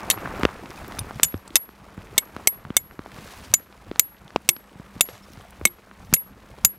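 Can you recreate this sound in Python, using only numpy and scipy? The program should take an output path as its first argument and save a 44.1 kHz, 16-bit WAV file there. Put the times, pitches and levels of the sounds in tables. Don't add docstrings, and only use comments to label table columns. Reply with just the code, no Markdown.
import sys
import numpy as np
from scipy import signal
from scipy.fft import rfft, irfft
from scipy.io import wavfile
from scipy.ndimage import uniform_filter1d

SR = 44100
rng = np.random.default_rng(int(sys.argv[2]) if len(sys.argv) > 2 else 0)


def makeup_ratio(level_db):
    decades = np.asarray(level_db, float) / 20
    return 10 ** decades


def master_out(mix):
    frames = np.transpose(np.atleast_2d(mix))
    ceiling = np.clip(frames, -1, 1)
    pcm = np.round(ceiling * 32767).astype(np.int16)
    wavfile.write(sys.argv[1], SR, pcm)


N = 298998

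# [t/s, gust level/dB, rain level/dB]
WEATHER = [(0, -52, -39), (.3, -37, -37.5), (.49, -40, -38), (.68, -49.5, -46), (1.101, -38.5, -45.5),
           (1.3, -48, -50), (1.701, -54, -53.5), (2.06, -52, -52), (2.38, -48, -45.5), (2.81, -50, -55.5),
           (3.079, -52.5, -52), (3.25, -45, -49.5), (3.499, -49, -52.5), (3.901, -52.5, -53.5),
           (4.7, -57.5, -53.5), (5.5, -49.5, -54.5), (6.101, -51, -54.5), (6.78, -50.5, -54.5)]
# [f/Hz, density/dB per Hz]
WIND_SPECTRUM = [(25, 7), (55, 3.5), (110, 1.5), (250, -2.5), (500, -40.5)]
# [f/Hz, density/dB per Hz]
PATTER_SPECTRUM = [(100, -4.5), (250, -1.5), (600, 2), (1200, 2), (2500, -9), (5000, -57)]
# [f/Hz, density/dB per Hz]
HISS_SPECTRUM = [(800, -3.5), (2000, 4), (4000, 0.5), (7000, -4.5), (8200, -5.5), (12000, -7), (15600, -13),
                 (16200, -32)]
# [f/Hz, density/dB per Hz]
RUMBLE_SPECTRUM = [(30, -22), (52, 0), (70, -6), (120, -24), (300, -90)]
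# [t/s, level/dB, length/s]
SHIFTS = [
    (.75, 4.7, 0.49),
    (3.3, 10.5, 0.2),
    (5.25, 3.5, 0.24),
]
# [t/s, level/dB, brightest f/Hz]
SPRAY = [(0.0054, -32, 5000), (0.0324, -37, 6000), (0.0563, -44, 5560), (0.2464, -48, 5770),
         (0.2724, -42, 5000), (0.2848, -41, 10200), (0.3067, -40, 5000), (0.3262, -37, 5710),
         (0.3656, -43, 5520), (0.3774, -44, 5200), (0.396, -34, 13000), (0.4329, -32, 7820),
         (0.4454, -37, 5460), (0.4522, -26, 7800), (0.4938, -48, 5350), (0.7048, -30.5, 5600),
         (0.8805, -31, 13200), (0.9218, -36, 5120), (1.1454, -42.5, 5530), (1.479, -30.5, 7710),
         (0.9513, -34, 4500), (2.167, -44, 5000), (2.255, -39, 6000), (2.365, -30, 5240),
         (2.385, -43, 5500), (2.533, -45, 4000), (1.315, -40, 6000), (1.367, -39, 7500), (1.377, -39, 5500),
         (1.395, -46, 6500), (3.39, -45, 5000), (3.415, -43, 9500), (3.52, -52, 13000), (3.597, -41, 6000),
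         (4.48, -40.5, 6500), (4.727, -45, 8560), (5.179, -41, 6500), (3.249, -38, 5310),
         (4.4205, -43, 11000), (4.9092, -48, 5680), (5.3014, -45.5, 6290), (5.3194, -42, 6110),
         (5.3345, -35, 5700), (5.3494, -44, 5250), (5.3727, -45, 5080), (5.3961, -50, 6390),
         (5.4201, -45, 10400), (5.4494, -59, 5460), (5.5067, -34, 10200), (6.0492, -44, 6060),
         (6.5052, -45.5, 5280)]

# [t/s, thud level/dB, off centre/-1..1, tilt/-1..1, glance/-1..1]
BLOWS = [(0.101, -11.5, 0.54, -0.34, 0.57), (1.232, -21.5, -0.45, 0.3, 0.33),
         (1.556, -36, -0.58, 0.0071, -1.05), (2.179, -15.5, 0.27, 1, 0.38), (2.4727, -9, 1, -0.7, -0.12),
         (2.767, -12, 0.27, 0.24, 0.22), (3.5387, -14.5, -0.81, 0.52, 0.72),
         (3.9949, -10, -0.31, -0.13, 0.34), (4.4898, -11.5, 0.67, -0.005, -1.24),
         (5.0087, -10, -0.65, 0.48, -1.58), (5.653, -11, 1, -0.28, -0.84),
         (6.138, -12, -0.45, -0.94, 0.067), (6.6484, -11.5, -1.1, -0.47, 0.32)]
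# [f/Hz, t60/s]
PEG = [(2190, .04), (2670, .018), (3607, .022), (6120, .018)]
# [f/Hz, t60/s]
HEAD = [(7025, .062), (8085, .034), (10735, .058), (13170, .03)]
# [f/Hz, t60/s]
CLAW = [(1150, .012), (4300, .02), (4850, .016), (9650, .033)]
# [square level/dB, off centre/dB, tilt/dB, glance/dB]
STIR = [(-18, 5.5, 1.5, -3.5), (-16.5, -4, -2, -7), (-16, -2, 10.5, -3.5), (-7, 0.4, -0.5, 2),
        (-21, -10.5, 4, 2), (-12, 4.5, 6.5, -1), (-15.5, -7, -6, -4), (-7.5, -1, -1, 1),
        (-26.5, -3.5, -4.5, -6), (-28.5, -1, 4, 3.5), (-28, -10, 4, 0), (-23.5, 8, 0.7, 7.5)]
# [f/Hz, level/dB, t60/s]
MINOR = [(3100, -23.5, 0.029), (7780, -19, 0.051), (7600, -45, 0.05), (11400, -16, 0.03), (13260, -9, 0.01),
         (14400, -29, 0.034), (10900, -25, 0.047)]
# [f/Hz, density/dB per Hz]
CRACK_SPECTRUM = [(180, -59.5), (300, -11.5), (5160, -2.5), (8390, 5.5), (9270, -6), (12100, -3),
                  (15800, -17), (16600, -28.5)]
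# [f/Hz, density/dB per Hz]
EDGE_SPECTRUM = [(12000, -41), (14000, 2.5), (15500, -2), (16400, -11.5), (17000, -39.5)]
# [crack level/dB, edge level/dB, scatter level/dB, peg ring/share, head ring/share]
CONTACT = [(-10, -5.5, -28, 1, 1.35), (-5, 2.5, -28, 0.91, 1.2), (-6, -12, -34, 0.89, 0.84),
           (-11, -4, -30, 1.1, 0.52), (-4.5, 2, -31.5, 0.76, .9), (-6.5, 6.5, -28.5, 1.1, 0.69),
           (-8.5, 1, -33, 0.76, 0.74), (-3.5, 0.5, -31, 0.71, 0.42), (-2, 8.5, -28, 0.93, 0.93),
           (-6, 1, -27, 0.65, 0.45), (-7, 0.5, -30, 1.24, 0.57), (-5.5, 1.5, -19, 0.95, 0.97),
           (-6, 9, -23, 0.81, 0.51)]
# [low, middle, high peg mode/dB, lowest head mode/dB]
FREEDOM = [(-3.5, 5, -13, 4), (0, 2, 1, -0.5), (-1.5, 5, 5.5, -2.5), (0.2, 0.5, -1.5, 3.5),
           (1, -0.5, 5.5, -2), (2, 4.5, 3, 2.5), (6.5, -7, 6.5, 1), (0.5, 1.5, 0.5, -1), (-2, 3.5, 4.5, 13),
           (-0.5, 0.5, 1, 0.5), (2.5, -5.5, -1, 1), (-14, -2.5, -6.5, 4.5), (3, -1, -3.5, 1.2)]
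# [second peg mode/dB, three upper head modes/dB, third claw mode/dB]
GRIP = [(3, -6, 2, -8, 6), (2, 2, 0.5, 1, 1.5), (-0.5, -2, -1, -8.5, -2.5), (1.5, -2, -3, -2, 1),
        (2, -0.5, 0.5, -2.5, 2), (1, -1.5, 6, -2, 1.5), (0.5, -2.5, -2, -3, -4), (0, -8, 4.5, 4.5, 1),
        (3.5, -3.5, -5.5, -1, -8), (1.5, -19, -0.5, -3, -1), (-6, -1, -0.5, -5.5, -7),
        (2.5, -6, -2, -2, 3.5), (1.5, 2, -1, 1.5, 8)]
# [level/dB, t60/s]
HOLLOW = [(-4.5, .01), (8.5, 0.0097), (6, 0.0081), (0.2, .012), (-3, 0.012), (-2, 0.0085), (-1.5, 0.0066),
          (0.5, 0.0064), (9.5, 0.012), (-11, 0.0077), (7.5, 0.015), (-6, 0.012), (0, 0.019)]
SINGING = [1.2, 1.5, .75, 0.45, .7, 1.1, 1.1, 1.05, 0.72, 1.1, 1.1, 1.03, 0.95]
# [level/dB, t60/s, beat f/Hz, twin share/0..1, first hush/s]
WHISTLES = [(-29.5, 0.245, 14, .85, 0.071), (-24.5, 0.4, 9.1, 0.4, 0.0022), (-23, 0.31, 13.1, .55, 0.035),
            (-30.5, .27, 41.5, .16, 0.019), (-18.5, .24, 23.8, .18, .001), (-37, 0.64, 17.8, 0.36, .008),
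            (-30, .29, 17.7, .26, 0.015), (-28.5, 0.46, 10.8, .41, 0.0033), (-23, .27, 39, .6, 0.033),
            (-27, .3, 110, 0.9, 0.0017), (-28, 0.22, 31, 0.6, .009), (-16, 0.26, 12.6, 0.6, 0.022),
            (-19.5, 0.25, 21, 0.4, .037)]
# [t/s, level/dB, most stirred f/Hz, t60/s]
CHATTER = [(0.1104, -4.5, 3850, 0.017), (1.244, -10.5, 6200, 0.012), (1.2484, -17, 8000, .02),
           (1.565, -6, 6300, 0.017), (2.183, -6, 3570, 0.021), (2.475, -16.5, 6160, 0.018),
           (2.772, -17.5, 3100, 0.017), (3.541, -7, 5640, 0.011), (4.496, -16.5, 3570, 0.017),
           (5.0118, -19.5, 3950, 0.029), (5.672, -23, 3540, 0.023), (6.142, -22, 6510, 0.017),
           (6.6535, -16.5, 4860, 0.007)]

# [t/s, level/dB, f/Hz, t60/s]
BUBBLES = [(.776, -37, 2500, .03), (5.224, -52, 5250, .04), (5.233, -48, 5400, .05),
           (5.45, -34, 700, 0.023), (4.497, -37, 350, 0.18), (5.66, -37, 350, 0.17), (6.166, -37, 520, .03),
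           (.111, -29, 3900, .05), (.113, -32, 4350, .05), (5.088, -30, 520, .04), (5.088, -38, 2100, .03)]
# [t/s, level/dB, t60/s]
SQUIRTS = [(5.056, -41, 0.045), (5.0745, -41, .02), (4.997, -42, .014), (5.086, -38, 0.16),
           (5.126, -41, 0.12), (5.145, -44, .15), (3.444, -41, .08), (.112, -34, .08), (4.447, -50, .08),
           (3.435, -42, .07), (1.476, -38, 0.02), (4.479, -45, .015)]
# [f/Hz, density/dB per Hz]
SQUIRT_SPECTRUM = [(200, -16), (600, 4.5), (2300, -5), (6000, -9), (10000, -16), (16000, -30.5)]
# [t/s, tick level/dB, thump level/dB, thump f/Hz, splash over tick/dB]
THUMPS = [(0.257, -18, -27, 144, -26), (0.4, -37, -24, 660, -23), (0.41, -18, -42, 467, -23),
          (0.4324, -8, -13.5, 260, -26), (0.451, -1.5, -3, 427, -25), (0.639, -32, -29.5, 259, -19),
          (0.657, -25.5, -35, 190, -12), (0.986, -20.5, -30, 146, -10), (1.197, -14.5, -30, 465, -15.5),
          (1.341, -15.5, -13.5, 263.5, -17.5), (1.69, -24.5, -35, 287, -28), (1.977, -28.5, -28, 176, -27),
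          (2.364, -13.5, -25, 268, -24), (2.65, -19, -29.5, 152, -27), (2.703, -19.5, -18, 232, -23.5),
          (2.991, -17, -22.5, 280, -25), (3.184, -29.5, -35, 149.7, -30), (3.913, -23.5, -20, 338, -17.5),
          (4.3606, -31, -19, 560, -19.5), (4.564, -23.5, -34, 238, -9), (4.755, -37, -35, 153, -19),
          (4.797, -31, -28.5, 177, -23), (4.963, -34, -29, 186, -23), (5.087, -22, -24, 510, -12),
          (5.373, -33.5, -39, 198, -21), (5.612, -24.5, -26.5, 359, -35), (6.127, -17, -15.5, 172, -15.5)]
# [t/s, tick level/dB, tick
# f/Hz, splash over tick/dB]
TICKS = [(0.175, -17, 885, -23), (0.274, -17, 990, -24), (0.489, -15, 1070, -34), (0.705, -30, 1150, -8.5),
         (0.717, -27.5, 900, -24), (0.808, -36, 800, -30), (0.845, -26.5, 1400, -18),
         (0.921, -24.5, 1410, -18), (1.108, -21, 960, -20), (1.504, -38.5, 1580, -5),
         (2.018, -40, 1850, -7), (2.91, -24.5, 1425, -25.5), (3.06, -24.5, 753, -21),
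         (3.117, -34, 1860, -10), (3.725, -37.5, 830, -7), (3.958, -23.5, 1040, -15),
         (4.278, -35, 1570, -4.5), (4.304, -39, 1080, -4), (4.729, -42, 890, -6), (5.178, -40.5, 1640, -7),
         (1.323, -35, 1500, -8), (3.597, -31, 1500, -21), (.141, -17, 1100, -23), (.562, -33, 1500, -8),
         (5.409, -32, 1160, -14), (5.785, -35, 1000, -26), (5.912, -25, 1320, -36),
         (6.585, -35, 860, -10.5), (0.4512, 3.5, 2800, -20), (4.3597, -3, 720, -20),
         (4.3612, -7, 3200, -18), (4.3597, -10, 3700, -21), (0.4326, -5, 2460, -29)]
# [f/Hz, density/dB per Hz]
SPLASH_SPECTRUM = [(1200, -0.5), (3000, 5), (5500, -8), (9000, -30.5), (16000, -32.5)]
# [t/s, level/dB, f/Hz]
FLAPS = [(0.153, -24, 104), (0.245, -16, 135), (0.432, -18, 69), (0.997, -22.5, 94), (1.34, -17.5, 93),
         (1.978, -31, 103.7), (2.326, -36, 85.5), (2.657, -27, 145), (2.98, -32, 88.3), (3.496, -27.5, 101),
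         (4.484, -27, 132), (4.749, -46, 154), (4.95, -26, 119.5), (5.122, -31, 108), (5.369, -33, 92),
         (5.614, -25.5, 76), (5.65, -13.5, 211), (6.116, -24, 162), (6.138, -23, 169), (4.211, -36, 170),
         (4.245, -30, 150), (6.636, -23, 139)]
# [t/s, level/dB]
TAP = [
    (0.9905, -14.5),
]
# [f/Hz, level/dB, t60/s]
TAP_MODES = [(2500, -14, 0.012), (3640, -9, 0.019), (5020, -5, 0.011), (6130, -7, 0.014), (8200, -16, 0.03),
             (9720, -8, 0.045), (11500, -14, 0.025), (12500, -28, 0.06), (14300, -14, 0.02)]
# [f/Hz, level re line/dB]
GAP_FLOOR = [(8500, -67.5), (10000, -49), (12000, -43), (14500, -45), (16000, -49.5)]

HUM_HZ, HUM_WIDTH_HZ, HUM_DB, RUMBLE_DB = 198, 8.9, -60, -61
HISS_DB, HISS_PER_RAIN = -61, 0.48
SWING_DB, SWING_S, SETTLE_S = 3.5, 0.09, 0.2
WEATHER_EDGE_HZ = 15900
CRACK_DB = -1.3
MODE_WOBBLE = .004
WHISTLE_HZ, TWIN_FADE_DB_PER_S = 11418, 50.
SAG_DB_PER_S2 = 301
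SLACK_TICK_HZ, SLACK_SPLASH_DB = 1150, -0.4
TAUT_THUMP_DB, TAUT_THUMP_HZ = -21.5, 296


def evened(x):
    return x / np.sqrt(np.mean(x ** 2) + 1e-20)


def read(points, f_hz):
    f, value = np.transpose(points)
    return np.interp(np.log(f_hz + 1), np.log(f), value)


def add(mix, t_s, sound):
    part = mix[round(t_s * SR):][:len(sound)]
    part += sound[:len(part)]


def decay(db, t60_s, size):
    return makeup_ratio(db - 60 * np.arange(size) / SR / t60_s)


def mode(f_hz, db, t60_s, turns=0., rise_s=0.0003):
    size = round(min(t60_s, .3) * 1.2 * SR) + 9
    t = np.arange(size) / SR
    return decay(db, t60_s, size) * np.sin(2 * np.pi * (f_hz * t + turns)) * (1 - np.exp(-t / rise_s))


def coloured(x, points):
    gain = makeup_ratio(read(points, np.fft.rfftfreq(len(x), 1 / SR)))
    return evened(irfft(rfft(x) * gain, len(x)))


def patchy(points, patch_db, gust_db, size):
    frames = 4 * N // size + 5
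    a, b, patches = rng.standard_normal((frames, size // 2 + 1, 3)).T
    patches = uniform_filter1d(patches, size=size // 100, axis=0)
    patches = evened(uniform_filter1d(patches, size=6, axis=1))
    gusts = evened(uniform_filter1d(rng.standard_normal(frames), size=4))
    db = read(points, np.fft.rfftfreq(size, 1 / SR))[:, None] + patch_db * patches + gust_db * gusts
    noise = signal.istft((a + 1j * b) * makeup_ratio(db), nperseg=size, noverlap=size - size // 4)[1]
    return evened(noise[:N])


def droplets(per_s, spread_db, low_hz, high_hz, cycles):
    sizes = makeup_ratio(spread_db * np.minimum(rng.exponential(1, N), 5))
    sizes = sizes * (rng.random(N) < per_s / SR)
    kind = rng.integers(0, 16, N)
    out = np.zeros(N)
    for k, f_hz in enumerate(np.geomspace(low_hz, high_hz, num=16)):
        drop = mode(f_hz, 0, cycles / f_hz, rise_s=0.45 / f_hz)
        out += signal.oaconvolve(sizes * (kind == k), drop)[:N]
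    return evened(out)


def far_hum(rain_db):
    r = np.exp(-np.pi * HUM_WIDTH_HZ / SR)
    poles = [1, -2 * r * np.cos(2 * np.pi * HUM_HZ / SR), r * r]
    hum = evened(signal.lfilter([1], poles, rng.standard_normal(N)))
    rumble = coloured(rng.standard_normal(N), RUMBLE_SPECTRUM)
    return makeup_ratio(HUM_DB + .4 * (rain_db + 53.0)) * hum + makeup_ratio(RUMBLE_DB) * rumble


def weather():
    t_s, gust, rain = np.transpose(WEATHER)
    t = np.arange(N) / SR
    wind_db, rain_db = np.interp(t, t_s, gust), np.interp(t, t_s, rain)
    swing = sum(np.interp(t - row[0], [-SWING_S, 0, SETTLE_S], [0, 1, 0]) for row in BLOWS)
    hiss_db = HISS_DB + HISS_PER_RAIN * (rain_db + 53.0) + SWING_DB * swing
    for at_s, db, length_s in SHIFTS:
        hiss_db += db * np.exp(-((t - at_s) / length_s) ** 2)
    wind = patchy(WIND_SPECTRUM, patch_db=3.5, gust_db=4.0, size=1024)
    patter = patchy(PATTER_SPECTRUM, patch_db=1.5, gust_db=2.5, size=512)
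    patter += 0.72 * droplets(600.0, 4.2, 300.0, 3300.0, 6.)
    hiss = patchy(HISS_SPECTRUM, patch_db=0.7, gust_db=2.5, size=256)
    hiss += .6 * droplets(900, 4., 2000, 12500, 2.5)
    near = makeup_ratio(wind_db - 2.0) * wind + makeup_ratio(rain_db - 2.5) * patter + makeup_ratio(hiss_db - 3.) * hiss
    return signal.oaconvolve(near + far_hum(rain_db), signal.firwin(255, WEATHER_EDGE_HZ, fs=SR), "same")


def spray():
    out = np.zeros(N)
    for (t_s, db, f_hz), puff in zip(SPRAY, rng.standard_normal((len(SPRAY), 512))):
        band = [(1500, -30), (0.85 * f_hz, -9), (f_hz, 0), (1.2 * f_hz, -12), (3.5 * f_hz, -22)]
        add(out, t_s, decay(db - 6.5, 0.0061, 512) * coloured(puff, band))
    return out


def crack(noise, t60_s=0.016, scatter_db=-29):
    size = len(noise)
    fade = decay(0, t60_s, size) + decay(scatter_db, 0.056, size)
    rise = 1 - np.exp(-np.arange(size) / SR / 0.000092)
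    return coloured(noise, CRACK_SPECTRUM) * fade * rise


def blow_ring(noise, chance, landing, contact, free, grip, knock, song):
    crack_db, edge_db, scatter_db, peg_share, head_share = contact
    ring = makeup_ratio(crack_db) * crack(noise, scatter_db=scatter_db)
    add(ring, 0, decay(edge_db - 26.0, .03, 4096) * coloured(noise[::-1], EDGE_SPECTRUM))
    trims_db = [free[0], grip[0], *free[1:], *grip[1:4], knock[0], 0, grip[4], 0]
    shares = [peg_share] * len(PEG)
    shares += [song, peg_share, head_share, peg_share]
    shares += [knock[1] / CLAW[0][1], 1, 1, peg_share]
    for (f_hz, t60_s), (db, *per), turns, trim_db, share in zip(PEG + HEAD + CLAW, STIR, chance, trims_db, shares):
        shifted_hz = f_hz * (1 + MODE_WOBBLE * (turns - .5))
        add(ring, 0, mode(shifted_hz, db + trim_db + np.dot(per, landing), t60_s * share, turns))
    for (f_hz, db, t60_s), turns, loss, shift in zip(MINOR, chance[12:], chance[20:], chance[28:]):
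        add(ring, 0, mode(f_hz * (1 + 0.065 * (shift - .5)), db - 5.9 * loss, t60_s, turns))
    return ring


def whistle(db, t60_s, beat_hz, share, hush_s):
    t = np.arange(0, .3, 1 / SR)
    after = t - hush_s
    f_hz = WHISTLE_HZ - beat_hz * share / 2
    hand_shake = beat_hz / 45 * np.sin(2 * np.pi * 13 * after)
    twin = np.sin(2 * np.pi * (f_hz + beat_hz) * after + hand_shake)
    twin *= min(share, 1) * makeup_ratio(-TWIN_FADE_DB_PER_S * np.maximum(after, 0))
    pair = np.sin(2 * np.pi * f_hz * after) - twin
    return makeup_ratio(db - 60 * t / t60_s - SAG_DB_PER_S2 * t ** 2) * pair


def chatter(out, blow_s, ring, noise):
    dull = 0.67 * ring + 0.43 * crack(noise[::-1], t60_s=0.024, scatter_db=-59.5)
    dull = signal.lfilter(*signal.butter(1, 6500., fs=SR), dull)
    for t_s, db, f_hz, t60_s in CHATTER:
        if 0 < t_s - blow_s < .05:
            add(out, t_s, makeup_ratio(CRACK_DB + db) * dull)
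            band = [(.6 * f_hz, -40), (.82 * f_hz, -4), (f_hz, 0), (1.15 * f_hz, -4), (1.5 * f_hz, -40)]
            add(out, t_s, mode(f_hz, db - 11.5, t60_s))
            add(out, t_s, decay(db - 10.0, t60_s, 2048) * coloured(noise[:2048], band))


def hammer():
    out = np.zeros(N)
    noises, luck = rng.standard_normal((len(BLOWS), 4096)), rng.random((len(BLOWS), 40))
    per_blow = zip(BLOWS, WHISTLES, noises, luck, CONTACT, FREEDOM, GRIP, HOLLOW, SINGING)
    for (t_s, thud_db, *landing), tone, noise, chance, contact, free, grip, knock, song in per_blow:
        ring = blow_ring(noise, chance, landing, contact, free, grip, knock, song)
        add(out, t_s, makeup_ratio(CRACK_DB) * ring)
        add(out, t_s, mode(610, thud_db + 1.0, 0.005, rise_s=0.00021))
        add(out, t_s + 0.0022, whistle(*tone))
        chatter(out, t_s, ring, noise)
    return out


def bubbles():
    out = np.zeros(N)
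    for t_s, db, f_hz, t60_s in BUBBLES:
        add(out, t_s, mode(f_hz, db, t60_s, rise_s=.002))
    return out


def squirts():
    out, t = np.zeros(N), np.arange(8192) / SR
    for (t_s, db, t60_s), noise in zip(SQUIRTS, rng.standard_normal((len(SQUIRTS), 8192))):
        swell = np.minimum(t / t60_s / 0.061, 1)
        add(out, t_s, coloured(noise, SQUIRT_SPECTRUM) * decay(db, t60_s, 8192) * swell)
    return out


def high_passed(x, order, cut_hz):
    return signal.lfilter(*signal.butter(order, cut_hz, "high", fs=SR), x)


def cover_drops():
    out, t = np.zeros(N), np.arange(512) / SR
    rows = [(t_s, db, SLACK_TICK_HZ, thump_db, f_hz, SLACK_SPLASH_DB + splash_db)
            for t_s, db, thump_db, f_hz, splash_db in THUMPS]
    rows += [(t_s, db, f_hz, db + TAUT_THUMP_DB, TAUT_THUMP_HZ, splash_db)
             for t_s, db, f_hz, splash_db in TICKS]
    puffs = rng.standard_normal((len(rows), 512))
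    for (t_s, tick_db, tick_hz, thump_db, thump_hz, splash_db), puff in zip(rows, puffs):
        t_s = t_s + .001
        tick = mode(tick_hz, tick_db + 5.5, 3.37 / tick_hz, rise_s=0.00027)
        add(out, t_s, high_passed(tick, 1, .25 * tick_hz))
        thump = mode(thump_hz, thump_db + 4.5, 3.02 / thump_hz, rise_s=0.00016)
        add(out, t_s + 0.00056, -high_passed(thump, 2, .3 * thump_hz))
        splash = decay(tick_db + splash_db + 8., .006, 512) * coloured(puff, SPLASH_SPECTRUM)
        add(out, t_s, splash * (1 - np.exp(-t / .0003)))
    return out


def flaps():
    out = np.zeros(N)
    for t_s, db, f_hz in FLAPS:
        add(out, t_s + 0.0044, mode(f_hz, db + 1.5, 7.8 / f_hz, rise_s=0.011))
    return out


def tap():
    out = np.zeros(N)
    (t_s, tap_db), = TAP
    for f_hz, db, t60_s in TAP_MODES:
        add(out, t_s, mode(f_hz, tap_db + db - 3.5, t60_s))
    return out


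def lingering_head():
    out = np.zeros(N)
    linger = mode(8040, -64., 1.1, rise_s=0.0091)
    t = np.arange(len(linger)) / SR
    waver = 1 + .6 * np.sin(2 * np.pi * t * 13.) * np.sin(2 * np.pi * t * 31.)
    add(out, 4.495, linger * waver)
    return out


def peg_springback():
    out = np.zeros(N)
    for f_hz, db, t60_s in [(2200, -32.5, 0.032), (2620, -31., 0.016), (3700, -38, 0.018)]:
        add(out, 6.1645, mode(f_hz, db, t60_s))
    return out


def scene():
    steel = hammer() + tap() + lingering_head() + peg_springback()
    water = spray() + bubbles() + squirts()
    cloth = cover_drops() + flaps()
    return (weather() + steel + water + cloth)[None]


def hiss_gaps(x):
    f_hz, _, z = signal.stft(x, SR, nperseg=1024, noverlap=768)
    power = abs(z) ** 2
    treble = power[:, f_hz > 9000]
    line = treble.max(axis=1, keepdims=True)
    floor = line * makeup_ratio(2 * read(GAP_FLOOR, f_hz))[:, None]
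    keep = uniform_filter1d(power, size=12, axis=1) > floor
    keep |= np.median(treble, axis=1, keepdims=True) > line * makeup_ratio(-66)
    return signal.istft(z * np.where(keep, 1, .05), SR, nperseg=1024, noverlap=768)[1][:, :N]


def band_limit(x):
    return signal.sosfilt(signal.butter(12, 16530, fs=SR, output="sos"), x)


def record(dry):
    cut = signal.sosfilt(signal.butter(2, 42., "high", fs=SR, output="sos"), dry)
    power_db = 10 * np.log10(signal.lfilter([.002], [1, -.998], cut ** 2) + 1e-12)
    fall_db = np.arange(N) * 60. / SR
    held_db = np.maximum.accumulate(power_db + fall_db, axis=1) - fall_db
    over_db = np.maximum(held_db + 33.5, 0)
    ducked = cut / makeup_ratio(.3 * signal.lfilter([.001], [1, -.999], over_db))
    flattened = np.tanh(ducked * 1.234) / 0.79
    top_cut = signal.oaconvolve(flattened, signal.firwin(511, 16380., fs=SR)[None], "same")
    mix = hiss_gaps(top_cut)
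    return band_limit(mix)


dry = scene()
out = record(dry)
master_out(out)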